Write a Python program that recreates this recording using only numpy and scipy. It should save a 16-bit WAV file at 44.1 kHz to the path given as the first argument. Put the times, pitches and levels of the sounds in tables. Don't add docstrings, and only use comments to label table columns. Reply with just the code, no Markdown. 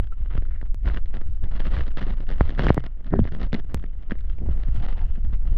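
import sys
import numpy as np
from scipy import signal
from scipy.fft import rfft, irfft, next_fast_len
from scipy.io import wavfile
from scipy.ndimage import uniform_filter1d, map_coordinates

SR = 44100
rng = np.random.default_rng(int(sys.argv[2]) if len(sys.argv) > 2 else 0)


def invert_db(x):
    u = np.asarray(x, float) / 20
    return 10 ** u


def inscribe(sig):
    pcm = np.round(np.clip(np.atleast_2d(sig).T, -1, 1) * 32767)
    wavfile.write(sys.argv[1], SR, pcm.astype(np.int16))


N = 245637


def unit(x):
    return x / np.sqrt(np.mean(x ** 2) + 1e-20)


def curves(rows):
    s, *cols = np.transpose(rows)
    return [np.interp(np.arange(N) / SR, s, c) for c in cols]


def wobble(rate):
    knots = rng.standard_normal(int(N * rate / SR) + 4)
    return map_coordinates(knots, [np.arange(N) * rate / SR])


def filtered(x, response):
    m = next_fast_len(N + SR // 2)
    return irfft(rfft(x, m) * response(np.fft.rfftfreq(m, 1 / SR)), m)[:N]


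def noise(spectrum):
    f, db = np.transpose(spectrum)
    white = rng.standard_normal(N)
    return unit(filtered(white, lambda hz: invert_db(np.interp(np.log(hz + 1), np.log(f + 1), db))))


def even(x, share, size):
    power = np.abs(uniform_filter1d(x ** 2, size))
    return unit(x / (power + 0.03) ** (share / 2))


def swells(rows, rise, fall, rest_db):
    t = np.arange(0, N, 64) / SR
    power = invert_db(2 * rest_db[::64])
    for s, hold, db in rows:
        power = power + invert_db(2 * (db - rise * np.maximum(s - t, 0) - fall * np.maximum(t - s - hold, 0)))
    return np.interp(np.arange(N) / SR, t, 10 * np.log10(power))


def add(track, s, sound):
    part = track[round(s * SR):][:len(sound)]
    part += sound[:len(part)]


def sweep(t, first_ms, growth):
    growth = max(growth, 1.2)
    half_swings = np.log1p(t * 1000 * (growth - 1) / max(first_ms, .1)) / np.log(growth)
    return np.sin(np.pi * half_swings)


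def shell(hz):
    # f/Hz, bandwidth/Hz, level/dB
    shell_modes = [(563, 258, 0.5), (1345, 410, -1.5), (1985, 335, -2.5), (2890, 544, -3.5),
                   (3940, 1930, -11.5), (5660, 1300, -40)]
    modes = 0
    for k, (c, width, db) in enumerate(shell_modes):
        modes = modes + (-1) ** k * invert_db(db) * 1j * hz * width / (c * c - hz * hz + 1j * hz * width)
    dead_hz, dead_width_hz, depth = 2440, 890, 0.25
    notch = 1 - depth * 1j * hz * dead_width_hz / (dead_hz ** 2 - hz * hz + 1j * hz * dead_width_hz)
    return notch * modes / (1 + 1j * hz / 5000) ** 2


def self_noise():
    # f/Hz, level/dB per Hz
    hiss_spectrum = [(200, -4), (2000, -25.5), (5000, -42), (6200, -58.5), (7000, -79.5), (16000, -84)]
    return invert_db(-94.5 + 3 * wobble(25)) * noise(hiss_spectrum)


def buzz():
    # start t/s, end t/s
    buzz_spans = [(.12, .15), (.2, .28), (.43, .55), (.66, .69), (.85, .93), (1.02, 1.05), (1.15, 1.27),
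                  (1.3, 1.55), (1.75, 1.85), (1.95, 2.2), (2.9, 3.05), (3.25, 3.45), (3.95, 4.05),
                  (4.2, 4.3), (4.5, 4.54), (4.78, 4.82), (4.95, 5), (5.15, 5.5)]
    sputter_db = [-62, -53, -47, -44, -45, -56, -62, -48, -51, -70, -70, -66, -60, -52, -53]
    click_hz, buzz_db, sputter_s = 375, -68, 4.5418
    t, clicks = np.arange(N) / SR, np.zeros(N)
    at = np.arange(0, N - 1, SR / click_hz).round().astype(int)
    active = sum((t[at] > start) & (t[at] < end) for start, end in buzz_spans)
    clicks[at] = invert_db(buzz_db + 3.7 * wobble(45)[at]) * active
    comb = filtered(clicks, lambda hz: 1 / (1 + (4000 / (hz + 1)) ** 4) / (1 + (hz / 13000) ** 16))
    sputter_t = sputter_s + 2 * np.arange(len(sputter_db)) / click_hz
    comb[np.round(sputter_t * SR).astype(int)] += invert_db(sputter_db)
    return comb


def recorder_slips():
    # t/s, jump/full scale, recovery/ms
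    slip_events = [
        (.74526, -.03, 3),
        (2.74528, .075, 4),
        (3.74528, -.19, 5),
        (4.74526, -.014, 3),
    ]
    jumps, t = np.zeros(N), np.arange(SR // 40) / SR
    for s, jump, recovery_ms in slip_events:
        add(jumps, s, jump * np.cos(np.pi / 2 * np.clip(t * 1000 / recovery_ms, 0, 1)) ** 2)
    return filtered(jumps, lambda hz: 1 / (1 + (hz / 15800) ** 8))


def end_offsets():
    out, t = np.zeros(N), np.arange(SR // 40) / SR
    opening, closing, ease_s = .125, .09, .012
    ease = np.cos(np.pi / 2 * np.clip(t / ease_s, 0, 1)) ** 2
    add(out, 0, opening * ease)
    add(out, (N - len(t)) / SR, closing * ease[::-1])
    return out


def bubbles():
    # t/s, peak level/dB, f/Hz, t60/s
    bubble_rings = [
        (0.123, -35.5, 1330, 0.04),
        (0.122, -42, 438, 0.021),
        (2.785, -28.5, 121.5, 0.27),
        (3.153, -23, 390, 0.044),
        (3.533, -8, 205, 0.015),
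        (3.5464, -15, 231, 0.031),
        (4.11, -16.5, 201, 0.02),
        (4.1197, -11.5, 206, 0.026),
    ]
    out, t = np.zeros(N), np.arange(SR // 8) / SR
    for s, db, hz, t60 in bubble_rings:
        envelope = invert_db(db - 60 * t / t60) * (1 - np.exp(-t / 0.00093))
        add(out, s, envelope * np.sin(2 * np.pi * hz * t * (1 + 0.26 * t)))
    return out


def squeaks():
    # t/s, length/s
    squeak_spans = [(.5, .13), (2.705, .03), (2.748, .085), (3.11, .13), (3.11, .075), (3.13, .045),
                    (3.165, .08), (3.165, .04), (4.68, .52), (4.79, .13), (4.95, .11), (5.31, .07),
                    (5.45, .1), (5.1, .07), (2.766, .024), (4.31, .03)]
    # level/dB, f/Hz, bandwidth/Hz
    squeak_bands = [(-63, 1830, 510), (-59, 2200, 130), (-60, 2130, 90), (-21, 88, 86), (-49.5, 1680, 330),
                    (-30, 368, 36), (-27, 215, 30), (-61, 1600, 490), (-67, 2830, 360), (-51, 767, 120),
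                    (-51.5, 820, 170), (-69, 2400, 250), (-68.5, 2960, 326), (-72, 3400, 180),
                    (-49, 1980, 140), (-67, 3100, 1100)]
    out = np.zeros(N)
    for (s, length), (db, centre_hz, width_hz) in zip(squeak_spans, squeak_bands):
        flutter = invert_db(3 * wobble(110)) * rng.standard_normal(N)
        band = filtered(flutter, lambda hz: np.exp(-((hz - centre_hz) / width_hz) ** 4))
        span = round(length * SR)
        add(out, s, invert_db(db) * np.hanning(span) ** 0.19 * unit(band[:span]))
    return out


def knocks():
    # t/s, peak level/dB, first half swing/ms, growth of each swing, t60/s
    blows = [(0.204, -24, 6.7, 0.8, 0.23), (0.352, -18, 4.1, 1.7, 0.068), (0.381, -11, 6.8, 1.3, 0.067),
             (1.437, -22.5, 5, 0.68, 0.22), (4.686, -17, 5.3, 0.94, 0.23), (0.6275, -27.5, 1.3, 4, 0.051),
             (2.4082, -8.5, 0.24, 3.4, 0.12), (2.5934, -20.5, 0.28, 2.8, 0.066),
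             (2.6674, -14, 0.26, 2.6, 0.063), (2.7034, -3.5, 0.58, 2.47, 0.067),
             (2.769, -16.5, 1.38, 1.3, 0.044), (2.7771, -12, 0.42, 2.54, 0.055),
             (3.1350, -18.5, 0.66, 1.6, 0.053), (3.138, -11, 0.62, 1.7, 0.046),
             (3.1906, -13.5, 0.84, 1.42, 0.22), (4.4872, -22.5, 1.36, 1.25, 0.021),
             (3.2528, -31.5, 0.88, 2.2, 0.043)]
    out, t = np.zeros(N), np.arange(SR // 8) / SR
    for s, db, first_ms, growth, t60 in blows:
        onset = 1 - np.exp(-t * 1000 / (0.2 * first_ms))
        add(out, s, invert_db(db + 1.0 - 60 * t / t60) * onset * sweep(t, first_ms, growth))
    return signal.sosfilt(signal.butter(10, 2150, fs=SR, output="sos"), out)


def ticks():
    # t/s, peak level/dB, ring f/Hz
    dull_slips = [(0.26, -33.5, 1550), (0.313, -38, 1780), (0.453, -36, 1490), (0.5098, -37, 1830),
                  (0.559, -41, 1730), (0.614, -28.5, 1750), (0.858, -25, 1530), (0.8773, -20, 1550),
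                  (0.899, -23, 1570), (0.972, -17, 1570), (1.1413, -27.5, 1640), (1.654, -23.5, 1730),
                  (1.7671, -21, 1650), (1.7773, -24, 1660), (1.8078, -19, 1730), (1.814, -32, 1710),
                  (2.012, -24, 1570), (2.324, -28, 1870), (2.3818, -34, 1800), (2.578, -24, 1610),
                  (2.5932, -9.5, 1710), (2.604, -25, 1870), (2.621, -24, 2040), (2.685, -10.5, 1850),
                  (3.2743, -25, 1860), (3.334, -44, 1760), (4.1089, -17, 1630), (4.118, -16, 1660),
                  (4.992, -32, 1950), (5.1544, -37.5, 1760)]
    # t/s, peak level/dB, ring f/Hz, rattle f/Hz
    sharp_slips = [(0.3533, -29.5, 1600, 2720), (0.377, -24.5, 1290, 2620), (0.983, -37, 1690, 3560),
                   (1.1693, -29, 1820, 3150), (1.5664, -32, 1650, 3180), (1.597, -29.5, 1720, 3320),
                   (1.6028, -23, 1670, 3260), (1.8796, -31.5, 1740, 3900), (1.9723, -22, 1550, 3400),
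                   (2.0162, -25, 1680, 2680), (2.1057, -28.5, 2040, 3050), (2.1106, -35, 1640, 3200),
                   (2.303, -26, 1540, 3170), (2.3142, -26.5, 1800, 3180), (2.4934, -23, 1800, 3240),
                   (2.505, -27.5, 1730, 3360), (2.6347, -19.5, 1500, 3000), (2.645, -18, 1610, 2940),
                   (2.6929, -18, 2240, 2860), (2.84, -30, 1710, 3280), (2.8646, -26.5, 1970, 3180),
                   (3.322, -30.5, 1570, 3310), (3.3488, -27.5, 1760, 3200), (3.415, -27, 1720, 3600),
                   (3.431, -26.5, 1910, 3900), (3.53, -16, 1480, 3600), (3.5435, -17.5, 1800, 3870),
                   (3.548, -19.5, 2000, 3270), (3.5926, -33.5, 1630, 3030), (3.5985, -30.5, 1660, 3070)]
    # t/s, peak level/dB
    heavy_slips = [(0.423, -35), (0.486, -42.5), (0.8845, -28.5), (1.215, -34.5), (1.794, -31),
                   (2.0761, -33.5), (2.479, -38), (3.129, -37.5), (3.1974, -40), (3.253, -28.5),
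                   (3.84, -30.5), (4.154, -38.5), (4.385, -39), (4.419, -58), (4.44, -56.5), (4.577, -40),
                   (4.598, -47), (1.373, -51), (0.464, -42.5), (2.9723, -48), (3.0077, -44.5), (1.269, -53),
                   (3.9522, -51), (4.245, -44), (2.171, -45), (1.4423, -39.5), (5.173, -46)]
    faint_slips = [(0.041, -38.5), (.072, -38), (0.21, -48), (0.662, -52), (1.0586, -36.5), (1.44, -34),
                   (1.517, -36), (1.9166, -34), (2.269, -37), (2.5496, -32.5), (2.7283, -32), (2.797, -35),
                   (2.804, -31.5), (3.045, -38.5), (3.067, -36), (3.1334, -43), (3.2423, -36.5),
                   (3.523, -37), (3.2, -31), (3.796, -39), (3.862, -41), (4.0255, -41.5), (4.2985, -35),
                   (4.517, -38.5), (4.301, -36), (4.7625, -34), (4.8253, -35), (5.1602, -38),
                   (5.2493, -39.5), (5.3269, -43)]
    crackle_slips = [(0.327, -40), (0.3362, -38), (0.5186, -41), (0.571, -57), (0.6274, -44), (0.827, -54),
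                     (0.835, -51), (0.9454, -25), (0.9629, -30), (1.1304, -52), (1.1496, -32.5),
                     (1.2713, -42), (1.488, -39), (1.543, -41), (1.556, -35), (1.6202, -33), (1.715, -37),
                     (1.7385, -32), (1.7874, -30), (1.8525, -46), (1.868, -31), (1.9057, -36.5),
                     (1.9867, -39), (2.027, -24), (2.2047, -40), (2.2108, -42), (2.2878, -37),
                     (2.2907, -28.5), (2.359, -38), (2.5884, -36), (2.6084, -36), (2.6671, -13),
                     (2.7144, -37), (2.7206, -38), (3.1057, -42), (3.1883, -33), (3.2885, -31.5),
                     (3.354, -48), (3.4046, -34), (3.4495, -33), (3.6453, -43), (3.693, -45), (3.699, -41),
                     (3.712, -42), (3.8263, -38), (4.033, -40.5), (4.131, -40), (4.19, -40), (4.208, -38.5),
                     (4.2178, -46), (4.3314, -44), (4.499, -43), (4.5994, -42), (4.802, -39), (4.842, -40),
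                     (4.8898, -34.5), (4.9232, -45), (4.9807, -37), (5.0166, -36.5), (5.2523, -49),
                     (5.3383, -43), (5.3544, -55), (4.6349, -31), (4.6852, -40.5), (4.392, -50),
                     (3.7195, -46), (5.058, -43), (5.09, -46), (5.019, -41), (1.7655, -30), (3.774, -38)]
    # rattle level/dB, thud level/dB
    slip_kinds = [
        (-29, -7),
        (-0.5, 1.5),
        (-14.5, 6.5),
        (1.5, -4),
        (-2.5, -1.5),
    ]
    out, scratch, t = np.zeros(N), np.zeros(N), np.arange(SR // 25) / SR
    groups = (dull_slips, sharp_slips, heavy_slips, faint_slips, crackle_slips)
    slips = [(row, *kind) for rows, kind in zip(groups, slip_kinds) for row in rows]
    chance = rng.standard_normal((len(slips), 5))
    grain = rng.standard_normal((len(slips), len(t)))
    rise = 1 - np.exp(-t / .0003)
    for ((s, db, *known), bright_db, thud_db), (a, b, c, d, e), rough in zip(slips, chance, grain):
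        drawn = [1700 * invert_db(1.2 * a), 3150 * invert_db(0.87 * b)]
        ring_hz, rattle_hz = [*known, *drawn[len(known):]]
        ring = invert_db(1.0 - 60 * t / 0.0051) * np.sin(2 * np.pi * ring_hz * t)
        rattle = np.sin(2 * np.pi * rattle_hz * t)
        rattle += 0.27 * np.sin(2 * np.pi * 4300 * invert_db(0.5 * c) * t)
        rattle += 0.1 * np.sin(2 * np.pi * 5600 * invert_db(0.7 * d) * t)
        rattle *= invert_db(bright_db + 2.0 - 60 * t / 0.0025)
        thud = invert_db(thud_db - 3.0 - 60 * t / 0.039) * sweep(t, 0.76 * invert_db(2.92 * e), 1.95)
        add(out, s, invert_db(db) * rise * (ring + rattle + thud))
        add(scratch, s, invert_db(db - 3.5 - 60 * t / 0.021) * rough)
    return out + filtered(scratch, shell)


def rubbing():
    # t/s, contact level/dB, dryness/dB (drier skin is brighter)
    grip = [(0, -72, -6), (.1, -76.5, -3), (.26, -70, -12), (.62, -78.5, -16), (.76, -77.5, -8.5),
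            (1.1, -68.5, 2.5), (1.22, -69, -0.5), (1.4, -70, 3), (1.6, -69.5, 1.5), (2.5, -67, 3.5),
            (2.9, -72, 3.5), (3.3, -70, 4), (3.95, -70.5, 1.5), (4.3, -67.5, -4), (4.37, -68, 3.5),
            (4.89, -60, 6), (5.2, -72.5, 0), (5.57, -62, 6.5)]
    # t/s, hold/s, grit level/dB, groan level/dB
    strokes = [(0.0, 0.0052, -61, -41), (0.12, 0.017, -68.5, -57), (0.303, 0.038, -52, -38),
               (.35, 0.035, -54.5, -41), (0.83, 0.022, -62.5, -38), (0.85, 0.02, -47.5, -31),
               (0.874, 0.015, -45, -31), (0.894, 0.051, -48.5, -33.5), (.936, 0.051, -51, -35),
               (1.13, 0.055, -53.5, -35), (1.209, 0.012, -53, -45), (1.429, 0.042, -57, -31.5),
               (1.509, 0.044, -55, -37.5), (1.552, 0.025, -51.5, -33), (1.576, 0.02, -59, -50),
               (1.596, 0.0093, -45.5, -31.5), (1.612, 0.035, -52, -43), (1.648, 0.031, -43, -21),
               (1.68, 0.026, -54.5, -42), (1.708, 0.047, -47, -34), (1.74, 0.075, -45.5, -32.5),
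               (1.82, 0.018, -51, -35), (1.852, .035, -53, -34), (1.972, 0.024, -43.5, -41),
               (2.01, 0.026, -46, -25), (2.045, 0.031, -54, -42), (2.068, 0.041, -49, -27),
               (2.115, 0.027, -53.5, -31.5), (2.168, 0.019, -56.5, -39), (2.203, 0.037, -55.5, -31.5),
               (2.267, 0.016, -63, -44.5), (2.283, 0.056, -51, -30.5), (2.339, 0.037, -56.5, -44),
               (2.382, 0.012, -49, -33), (2.398, 0.022, -47, -26), (2.419, .065, -51, -35.5),
               (2.492, 0.026, -52.5, -30), (2.518, 0.06, -55.5, -31),
               (2.584, 0.12, -39.5, -17), (2.702, 0.032, -52.5, -44), (2.755, 0.029, -55, -46),
                    (2.77, 0.023, -63, -41), (2.812, 0.029, -57.5, -47), (2.844, 0.019, -56, -42),
                    (3.058, 0.026, -56.5, -36), (3.114, 0.016, -60, -38), (3.135, 0.026, -55.5, -20),
                    (3.162, 0.027, -59, -27), (3.23, 0.043, -55, -35), (3.27, 0.011, -49.5, -27),
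                    (3.317, 0.033, -54.5, -29), (3.354, 0.068, -58, -32), (3.398, 0.048, -51.5, -26.5),
                    (3.447, 0.024, -54, -28.5), (3.521, 0.012, -60, -35), (3.532, 0.034, -51.5, -26),
                    (3.553, 0.045, -55, -28.5), (3.694, 0.084, -58, -34.5), (4.098, 0.0083, -53, -48),
                    (4.111, 0.013, -56.5, -23), (4.458, 0.04, -60, -42), (4.503, 0.032, -56.5, -41),
                    (4.562, 0.033, -58.5, -34), (4.604, 0.048, -57.5, -43), (4.67, 0.026, -60, -43),
                    (4.71, 0.045, -58.5, -39), (4.756, 0.022, -54, -46), (4.793, 0.011, -54.5, -39),
                    (4.824, 0.041, -52.5, -35), (4.885, 0.015, -48, -40), (4.907, 0.032, -55.5, -44),
                    (4.969, 0.031, -56, -43), (5.006, 0.036, -57, -41), (5.328, 0.028, -55.5, -34.5),
               (0.018, 0.031, -65, -54), (0.172, 0.11, -66.5, -62), (0.413, 0.056, -65.5, -54),
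                     (0.504, 0.076, -66.5, -54.5), (0.654, 0.018, -63, -42.5), (2.988, 0.097, -73, -48.5),
                     (3.803, 0.083, -78, -40.5), (3.974, 0.072, -71, -46), (4.285, 0.037, -68, -48),
                     (4.412, 0.1, -87, -29.5), (5.034, 0.15, -68.5, -46), (5.244, 0.017, -57, -36),
                     (5.452, 0.2, -62.5, -38)]
    # t/s, grit level/dB, groan level/dB
    jabs = [(0, -59, -32), (.126, -58, -50), (0.429, -70, -45), (1.445, -52, -34.5), (1.558, -44, -46),
            (5.3, -56.5, -30), (2.406, -37, -38), (2.78, -48, -29), (2.862, -45.5, -43), (3.131, -54, -12),
            (3.199, -58.5, -36.5), (3.279, -51.5, -51), (3.543, -53, -33), (3.747, -55, -21.5),
            (3.837, -56.5, -50), (4.118, -67, -26.5), (4.21, -67, -43), (5.181, -62.5, -26),
            (.56, -72, -47), (1.32, -64, -41), (3.646, -65.5, -34), (2.171, -52.5, -43), (4.701, -73, -47),
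            (5.252, -73, -22.5), (5.335, -48.5, -28), (5.474, -52, -41), (5.569, -72, -18)]
    # f/Hz, level/dB per Hz
    groan_spectrum = [(60, -25), (110, -0.5), (200, -7), (400, -18.5), (700, -27), (1100, -45),
                      (3000, -100)]
    rest_db, dry_db = curves(grip)
    rubs = strokes
    rubs += [(s, 0, grit, groan) for s, grit, groan in jabs]
    grit_db = swells([(s, hold, db) for s, hold, db, _ in rubs], 3100, 1200, rest_db)
    groan_db = swells([(s, hold, db) for s, hold, _, db in rubs], 1200, 1400, rest_db + 22)
    clumps = 0.9 * wobble(40) + 2.6 * wobble(220)
    struck = rng.random(N) < 2500 / SR
    grains = struck * rng.standard_normal(N) * invert_db(1.6 * rng.exponential(size=N))
    grit = unit(filtered(invert_db(clumps) * (unit(grains) + .5 * rng.standard_normal(N)), shell))
    dull = filtered(grit, lambda hz: 1 / (1 + 1.1j * hz / 3600 - (hz / 3600) ** 2) ** 2)
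    pressure = np.clip((grit_db + dry_db + 67) / 18, 0, 1)
    groan = invert_db(1.44 * clumps) * even(noise(groan_spectrum), 0.042, size=700)
    grit_mix = pressure * grit + (1 - pressure) * dull
    return invert_db(grit_db + 2.5) * grit_mix + invert_db(groan_db - 8.0) * unit(groan)


def water():
    # t/s, level/dB
    flow = [(0, -26), (.4, -20.5), (.62, -23), (.7, -17), (.8, -31.5), (.98, -16), (1.1, -19), (1.8, -18),
            (2.1, -20.5), (2.5, -19), (2.7, -24), (2.9, -28), (3.4, -21), (3.6, -22.5), (3.97, -26.5),
            (4.4, -20), (4.85, -18.5), (5.57, -18.5)]
    # t/s, peak level/dB
    eddies = [(0, -21), (.25, -25), (.38, -23.5), (.54, -24.5), (0.875, -17), (.98, -33), (1.15, -32),
              (1.569, -24), (1.78, -18.5), (2.08, -23.5), (2.34, -33), (2.441, -21.5), (2.68, -16.5),
              (3.14, -27), (3.21, -19.5), (3.431, -26.5), (3.6, -35), (3.769, -24), (3.971, -32.5),
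              (4.18, -26.5), (4.299, -23.5), (4.5, -19), (4.693, -19.5), (4.78, -17), (2.86, -38),
              (1.303, -25), (5.361, -23.5), (5.067, -19), (5.29, -20.5), (5.518, -18)]
    # f/Hz, level/dB per Hz
    surge_spectrum = [(3, -4), (5, -1), (16, 2.5), (28, -5), (45, -27.5), (120, -86)]
    slosh_spectrum = [(15, -28.5), (30, -2.5), (50, -0.5), (90, -18), (150, -34), (400, -80.5)]
    surge_db, = curves(flow)
    calm_db = surge_db - 14.5
    slosh_db = swells([(s, 0, db) for s, db in eddies], 150, 129, calm_db)
    surge = even(noise(surge_spectrum), .8, size=4000)
    slosh = even(noise(slosh_spectrum), .6, size=1600)
    push = invert_db(surge_db + 0.5) * surge + invert_db(slosh_db) * slosh
    return push / (1 + (push / .29) ** 4) ** .25


def scene():
    inside = bubbles() + squeaks() + knocks() + ticks() + rubbing() + water()
    return filtered(inside, lambda hz: 1 / (1 + 1.3j * hz / 6000 - (hz / 6000) ** 2) ** 2)[None]


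def top_cut(x):
    return signal.sosfilt(signal.butter(12, 15900, fs=SR, output="sos"), x)


def record(dry):
    return top_cut(dry + recorder_slips() + end_offsets() + self_noise() + buzz())


dry = scene()
out = record(dry)
inscribe(out)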